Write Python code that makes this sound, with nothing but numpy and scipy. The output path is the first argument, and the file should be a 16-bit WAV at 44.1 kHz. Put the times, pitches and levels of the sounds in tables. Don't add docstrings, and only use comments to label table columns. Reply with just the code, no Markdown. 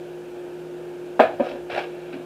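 import sys
import numpy as np
from scipy import signal
from scipy.io import wavfile
from scipy.ndimage import uniform_filter1d

SR = 44100
rng = np.random.default_rng(int(sys.argv[2]) if len(sys.argv) > 2 else 0)


def volts_from_db(level):
    exponent = np.asarray(level, float) / 20
    return 10 ** exponent


def to_wav(s):
    ch = np.atleast_2d(s).T
    pcm = np.round(np.clip(ch, -1, 1) * 32767)
    wavfile.write(sys.argv[1], SR, pcm.astype(np.int16))


N = 99489


def evened(x):
    return x / np.sqrt(np.mean(x ** 2) + 1e-20)


def read(points, hz):
    f, value = np.transpose(points)
    return np.interp(np.log(hz + 1), np.log(f + 1), value)


def colour(x, points):
    log_gain = read(points, abs(np.fft.fftfreq(8192, 1 / SR))) * np.log(10) / 20
    taps = np.fft.ifft(np.exp(np.conj(signal.hilbert(log_gain)))).real[:4096]
    return signal.oaconvolve(x, taps)[:len(x)]


def resonate(x, hz, width_hz):
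    r = np.exp(-np.pi * width_hz / SR)
    return 2 * signal.lfilter([1 - r], [1, -r * np.exp(2j * np.pi * hz / SR)], x).real


def add(mix, at_s, sound):
    part = mix[round(at_s * SR):][:len(sound)]
    part += sound[:len(part)]


# (frequency [Hz], level [dB])
CRACK_SPECTRUM = [(300, -7.5), (1500, 11.5), (2800, -0.5), (4500, -9.5), (5800, -19.5), (7500, -19),
                  (15000, -32.5)]


def blows(table, modes, crack_db, rise_s, scatter, swell_db=0):
    scatter_db, detune = 5, 0.053
    crack_t60_s, damped_t60_s = 0.19, 0.027
    out, t = np.zeros(N), np.arange(9000) / SR
    hz, db, t60_s = np.transpose(modes)[:, :, None]
    for k, (at_s, strength_db, free_s) in enumerate(table):
        spot, shift = scatter * rng.standard_normal((2, len(modes), 1)) * (k > 0)
        decay = volts_from_db(db + scatter_db * spot - 60 * t / t60_s)
        ring = decay * np.sin(2 * np.pi * hz * (1 + detune * shift) * t)
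        ring = ring[::2].sum(0) - ring[1::2].sum(0)
        swell = swell_db * (np.minimum(t / free_s, 1) - 1.5)
        damping = -60 * np.maximum(t - free_s, 0) / damped_t60_s
        shape = np.minimum(t / rise_s, 1) * volts_from_db(swell + damping)
        crack = evened(colour(rng.standard_normal(len(t)), CRACK_SPECTRUM))
        crack = crack * volts_from_db(crack_db - 60 * t / crack_t60_s)
        add(out, at_s, volts_from_db(strength_db) * (ring * shape + crack))
    return out


# (time [s], strength [dB], free ring [s])
LANDING_BLOWS = [
    (1.1965, -9.5, 0.0082),
    (1.2135, -23.5, 0.003),
    (1.2185, -18.5, 0.0037),
]
# (frequency [Hz], level [dB], t60 [s])
FLAT_MODES = [(257, 2, 0.059), (394, -10.5, 0.3), (488, -6.5, 0.56), (592, -1.5, 0.054), (697, 4, 0.046),
              (817, 0, 0.12), (987, -2, 0.09), (1253, -1.5, 0.055), (1450, -27, 0.19), (1780, -13, 0.084),
              (1960, -31, 0.084), (2540, -24, 0.27), (2710, -34, 0.17), (3460, -24, 0.056)]


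def landing():
    return blows(LANDING_BLOWS, FLAT_MODES, -13.5, 0.0014, 0.75)


# (time [s], strength [dB], free ring [s])
FLOOR_SLAPS = [
    (1.2042, -2, 0.0085),
    (1.236, -16, .008),
]
# (frequency [Hz], level [dB], t60 [s])
FLOOR_MODES = [(639, -2, 0.13), (490, -11.5, 0.12)]


def floor_slaps():
    return blows(FLOOR_SLAPS, FLOOR_MODES, -22, 0.00092, 0.2)


# (time [s], strength [dB], free ring [s])
CORNER_TOUCHES = [
    (1.1938, -7.5, 0.0017),
    (1.698, -48, .006),
    (2.128, -55, .004),
]
# (frequency [Hz], level [dB], t60 [s])
CORNER_MODES = [(653, 2.5, 0.018), (1660, -16, .04), (930, -3.5, .04), (2660, -22, .04)]


def corner_touches():
    return blows(CORNER_TOUCHES, CORNER_MODES, -25.5, 0.00058, 0.3)


# (time [s], strength [dB], free ring [s])
EDGE_KNOCKS = [
    (1.396, -18.5, 0.0034),
    (1.4015, -16, 0.014),
    (1.512, -35.5, 0.016),
    (1.53, -33.5, 0.032),
]
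# (frequency [Hz], level [dB], t60 [s])
EDGE_MODES = [(261.6, 3, 0.35), (360, -12, .1), (508, -2, 0.32), (588.5, 5, 0.16), (704, -10, 0.2),
              (860, -20, 0.024), (983, -6, 0.23), (1200, -15, 0.054), (1410, -27, 0.05), (1730, -17, .05),
              (2670, -49, .1)]


def edge_knocks():
    return blows(EDGE_KNOCKS, EDGE_MODES, -25, 0.002, 0.23, swell_db=5)


# (time [s], strength [dB], free ring [s])
ROCK_BLOWS = [(1.224, -20, 0.0085), (1.236, -27, 0.01), (1.253, -25, 0.023), (1.270, -28, 0.0056),
              (1.279, -34, 0.0047), (1.295, -35, 0.0098), (1.313, -56, 0.0029), (1.423, -29.5, 0.012),
              (1.439, -34, 0.018), (1.453, -35, 0.021), (1.468, -32.5, 0.0033), (1.478, -46, 0.0021)]
# (frequency [Hz], level [dB], t60 [s])
ROCK_MODES = [(302, -11, 0.043), (373, -6, 0.027), (502, 1, 0.13), (590, -23, 0.19), (651, -1, 0.17),
              (745, -0.5, 0.12), (1040, -18, 0.089), (1280, -5.5, 0.065), (1520, -17, 0.045),
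              (1695, -16, 0.2), (2420, -36, 0.077)]


def rocking():
    return blows(ROCK_BLOWS, ROCK_MODES, -18, 0.00035, 0.52)


# (time [s], strength [dB], free ring [s])
RIM_BLOWS = [
    (1.1985, -25.5, 0.0065),
    (1.206, -26.5, 0.014),
    (1.219, -32, 0.016),
    (1.24, -40, 0.023),
    (1.275, -43, .008),
    (1.405, -45, 0.011),
    (1.487, -48.5, 0.019),
    (2.132, -43.5, 0.0038),
]
# (frequency [Hz], level [dB], t60 [s])
RIM_MODES = [(1600, 0, 0.23), (2280, -4, 0.052), (2580, -2, 0.21), (3285, -9, 0.17), (3970, -10.5, 0.071),
             (4480, -10, 0.034)]


def rim_chatter():
    return blows(RIM_BLOWS, RIM_MODES, -23, 0.0015, 0.42)


# (time [s], strength [dB], free ring [s])
MITT_NUDGES = [
    (2.133, -39, 0.043),
    (2.155, -36.5, 0.0085),
    (2.169, -35, 0.0022),
    (2.179, -45, 0.033),
    (2.193, -44, 0.029),
]
# (frequency [Hz], level [dB], t60 [s])
DULL_MODES = [(208, -22, 0.11), (268, 5, 0.25), (470, -8, 0.047), (672, -6, 0.095)]


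def mitt_nudges():
    return blows(MITT_NUDGES, DULL_MODES, -37, 0.0023, 0.39)


# (time [s], pressure [dB], weight on pan floor [dB])
STROKE_SETTLE = [(1.409, -60, 7), (1.445, -50, -8), (1.465, -46.5, -5), (1.49, -48, -8), (1.515, -49.5, -3),
                 (1.55, -58, 8), (1.62, -65, 8)]
STROKE_MAIN = [(1.696, -43.5, 5), (1.715, -40, -8.5), (1.735, -40, -4.5), (1.76, -39, 1),
               (1.785, -37.5, 0.5), (1.807, -40, -2), (1.822, -45, -2.5), (1.844, -48.5, -0.5),
               (1.875, -57.5, -4)]
STROKE_NUDGE = [(1.875, -61, 0), (1.93, -60.5, 0), (2.04, -58, 0), (2.122, -60.5, 0.004), (2.131, -47.5, 0),
                (2.15, -49, 0), (2.175, -57.5, 0), (2.25, -66, 0)]
# (frequency [Hz], width [Hz], level [dB])
BODY_MODES = [(559, 210, 8), (707, 170, 3.5), (1608, 34, -3), (1391, 19, -7), (1080, 88, -17),
              (2336, 35, -12.5), (2720, 36, -13.5), (3246, 76, -16), (3800, 92, -13), (4580, 60, -20),
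              (4820, 59, -27)]
# (frequency [Hz], level [dB])
BROAD_RUB = [(200, -20.5), (570, -3.5), (1000, -3), (1630, -5.5), (2100, -5), (3000, -32.5), (6000, -50),
             (15000, -52)]
BRIGHT_RUB = [(1200, -32.5), (2000, -2.5), (2700, -1.5), (3400, -9.5), (4200, -13), (6000, -38),
              (15000, -47)]
FIZZ_SPECTRUM = [(3000, -25), (4200, -7), (5200, 11), (6500, -6), (15000, -26)]
# (low body level [dB]), (fizz level [dB])
STROKE_LOW_DB = [2, -4, -23]
STROKE_FIZZ_DB = [-6, -10.5, -11]


def slides():
    grit_per_s, grit_spread_db, catch_db = 5900, 3, 1
    rub_db, broad_db, firm_db = 0.5, 4, -37.5
    low_growth, fizz_growth, broad_weight_share = 0.34, 0.14, 0.51
    ramp_s = 0.0045
    t, out = np.arange(N) / SR, np.zeros(N)
    hits = (rng.random(N) < grit_per_s / SR) * rng.choice([-1., 1.], N)
    grit = hits * volts_from_db(grit_spread_db * rng.exponential(1, N).clip(0, 4))
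    density = uniform_filter1d(abs(grit), size=300)
    grit = grit * volts_from_db(catch_db * evened(density - density.mean()))

    body = [volts_from_db(db) * evened(resonate(resonate(grit, hz, width_hz), hz, 2 * width_hz))
            for hz, width_hz, db in BODY_MODES]
    low, high = sum(body[:4]), sum(body[4:])
    broad = volts_from_db(broad_db) * evened(colour(grit, BROAD_RUB))
    bright = 0.64 * volts_from_db(broad_db) * evened(colour(grit, BRIGHT_RUB))
    fizz = evened(colour(grit, FIZZ_SPECTRUM))

    strokes = (STROKE_SETTLE, STROKE_MAIN, STROKE_NUDGE)
    for stroke, low_db, fizz_db in zip(strokes, STROKE_LOW_DB, STROKE_FIZZ_DB):
        at_s, pressure_db, weight_db = np.transpose(stroke)
        press_db = np.interp(t, at_s, pressure_db)
        weight_db = np.interp(t, at_s, weight_db)
        firmness_db = press_db - firm_db
        push = volts_from_db(press_db) * np.clip(np.minimum(t - at_s[0], at_s[-1] - t) / ramp_s, 0, 1)
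        rub = volts_from_db(low_db + weight_db + low_growth * firmness_db) * low + high + bright
        rub += volts_from_db(broad_weight_share * weight_db) * broad
        out += push * (volts_from_db(rub_db) * rub + volts_from_db(fizz_db + fizz_growth * firmness_db) * fizz)
    return out


def rattle(pan):
    level_db, hold_s, low_cut_hz, fade_db_per_s = -48, 0.016, 5500, 260
    t = np.arange(N) / SR - LANDING_BLOWS[0][0]
    high_pass = signal.butter(2, low_cut_hz, "high", fs=SR, output="sos")
    buzz = signal.sosfilt(high_pass, rng.standard_normal(N) * (0.3 + 4 * abs(pan)))
    return (t > 0) * volts_from_db(level_db - fade_db_per_s * np.maximum(t - hold_s, 0)) * buzz


# (time [s], strength [dB], frequency [Hz], t60 [s])
FRAME_SWINGS = [
    (1.235, -53, 71, 0.39),
    (1.239, -42, 116.6, 0.23),
    (1.33, -47, 104, 0.22),
    (1.6, -54, 66, 0.33),
    (1.408, -39, 72.8, 0.079),
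    (1.51, -55, 60, 0.27),
    (1.722, -44, 104, 0.16),
    (2.149, -52, 134, 0.23),
]


def shudders():
    rise_s = 0.014
    out, t = np.zeros(N), np.arange(12000) / SR
    for at_s, db, hz, t60_s in FRAME_SWINGS:
        swing = volts_from_db(db - 60 * t / t60_s) * np.sin(2 * np.pi * hz * t)
        add(out, at_s, np.minimum(t / rise_s, 1) * swing)
    return out


# (frequency [Hz], t60 [s])
ROOM_T60 = [(100, 0.5), (500, 0.39), (1500, 0.35), (4000, 0.43), (10000, 0.34)]


def kitchen(x):
    at = np.arange(200, SR // 2, 20)
    taps = np.zeros(SR // 2 + 40)
    taps[at + rng.integers(0, 20, len(at))] = rng.choice([-1., 1.], len(at))
    hz, t, z = signal.stft(taps, SR, nperseg=256)
    decay = volts_from_db(-60 * t / read(ROOM_T60, abs(hz))[:, None])
    tail = signal.istft(z * decay, SR, nperseg=256)[1]
    return signal.fftconvolve(x, tail / np.linalg.norm(tail))[:N]


# (frequency [Hz], level [dB rms])
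MOTOR_LINES = [(59.2, -69), (119, -70), (160.8, -53.5), (355.3, -38.5), (473.7, -57.5)]
LINE_WAVER_DB = [0.8, 1, 2.2, 0.45, 3.5]
# (frequency [Hz], level [dB])
AIR_SPECTRUM = [(25, -49), (90, -22.5), (200, -11), (330, -0.5), (520, -1.5), (850, -10.5), (3500, -25.5),
                (6000, -35)]


def fan():
    air_db, patch_db, top_waver_hz = -43.5, 1, 12
    t, out = np.arange(N) / SR, np.zeros(N)
    for (hz, db), waver_db in zip(MOTOR_LINES, LINE_WAVER_DB):
        drift = evened(sum(np.sin(2 * np.pi * (f * t + rng.random())) / np.sqrt(f)
                           for f in np.geomspace(0.5, top_waver_hz, 16)))
        line = np.sin(2 * np.pi * (hz * t + rng.random()))
        out += np.sqrt(2) * volts_from_db(db + waver_db * drift) * line
    hz = np.fft.rfftfreq(2048, 1 / SR)
    a, b, patches = rng.standard_normal((N // 512 + 5, 1025, 3)).T
    patches = uniform_filter1d(patches, size=16, axis=0)
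    patches = evened(uniform_filter1d(patches, size=6, axis=1))
    z = (a + 1j * b) * volts_from_db(read(AIR_SPECTRUM, hz)[:, None] + patch_db * patches)
    air = signal.istft(z, nperseg=2048, noverlap=1536)[1][:N]
    return out + volts_from_db(air_db) * evened(air)


def scene():
    kitchen_db, swing_limit, low_cut_hz = -10.5, 0.8, 216
    pan = landing() + floor_slaps() + corner_touches() + edge_knocks()
    pan += rocking() + rim_chatter() + mitt_nudges() + slides()
    pan = pan / (1 + abs(pan / swing_limit) ** 4) ** 0.25
    pan = signal.sosfilt(signal.butter(4, low_cut_hz, "high", fs=SR, output="sos"), pan)
    return (pan + volts_from_db(kitchen_db) * kitchen(pan) + rattle(pan) + shudders() + fan())[None]


def band_limit(x):
    return signal.sosfilt(signal.butter(12, 15750, fs=SR, output="sos"), x)


# (frequency [Hz], level [dB])
MIC_HOUSING = [(850, 2), (1120, -5), (1500, 3.5), (1700, 2.5), (2000, -5.5), (2400, 5), (2800, 2.5),
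               (5500, -5)]
# (frequency [Hz], level [dB])
MIC_HISS = [(1000, 6.5), (7000, 3.5), (13000, -5), (16000, -29)]


def record(dry):
    hiss_db, ceiling, band_hz = -61, 0.96, 15690
    hiss = evened(colour(rng.standard_normal(N), MIC_HISS))
    x = colour(dry[0], MIC_HOUSING) + volts_from_db(hiss_db) * hiss
    x = x / (1 + abs(x / ceiling) ** 12) ** (1 / 12)
    low_pass = signal.firwin(301, band_hz, window=("kaiser", 8), fs=SR)
    x = signal.oaconvolve(x, low_pass, "same")
    return band_limit(x[None])


dry = scene()
out = record(dry)
to_wav(out)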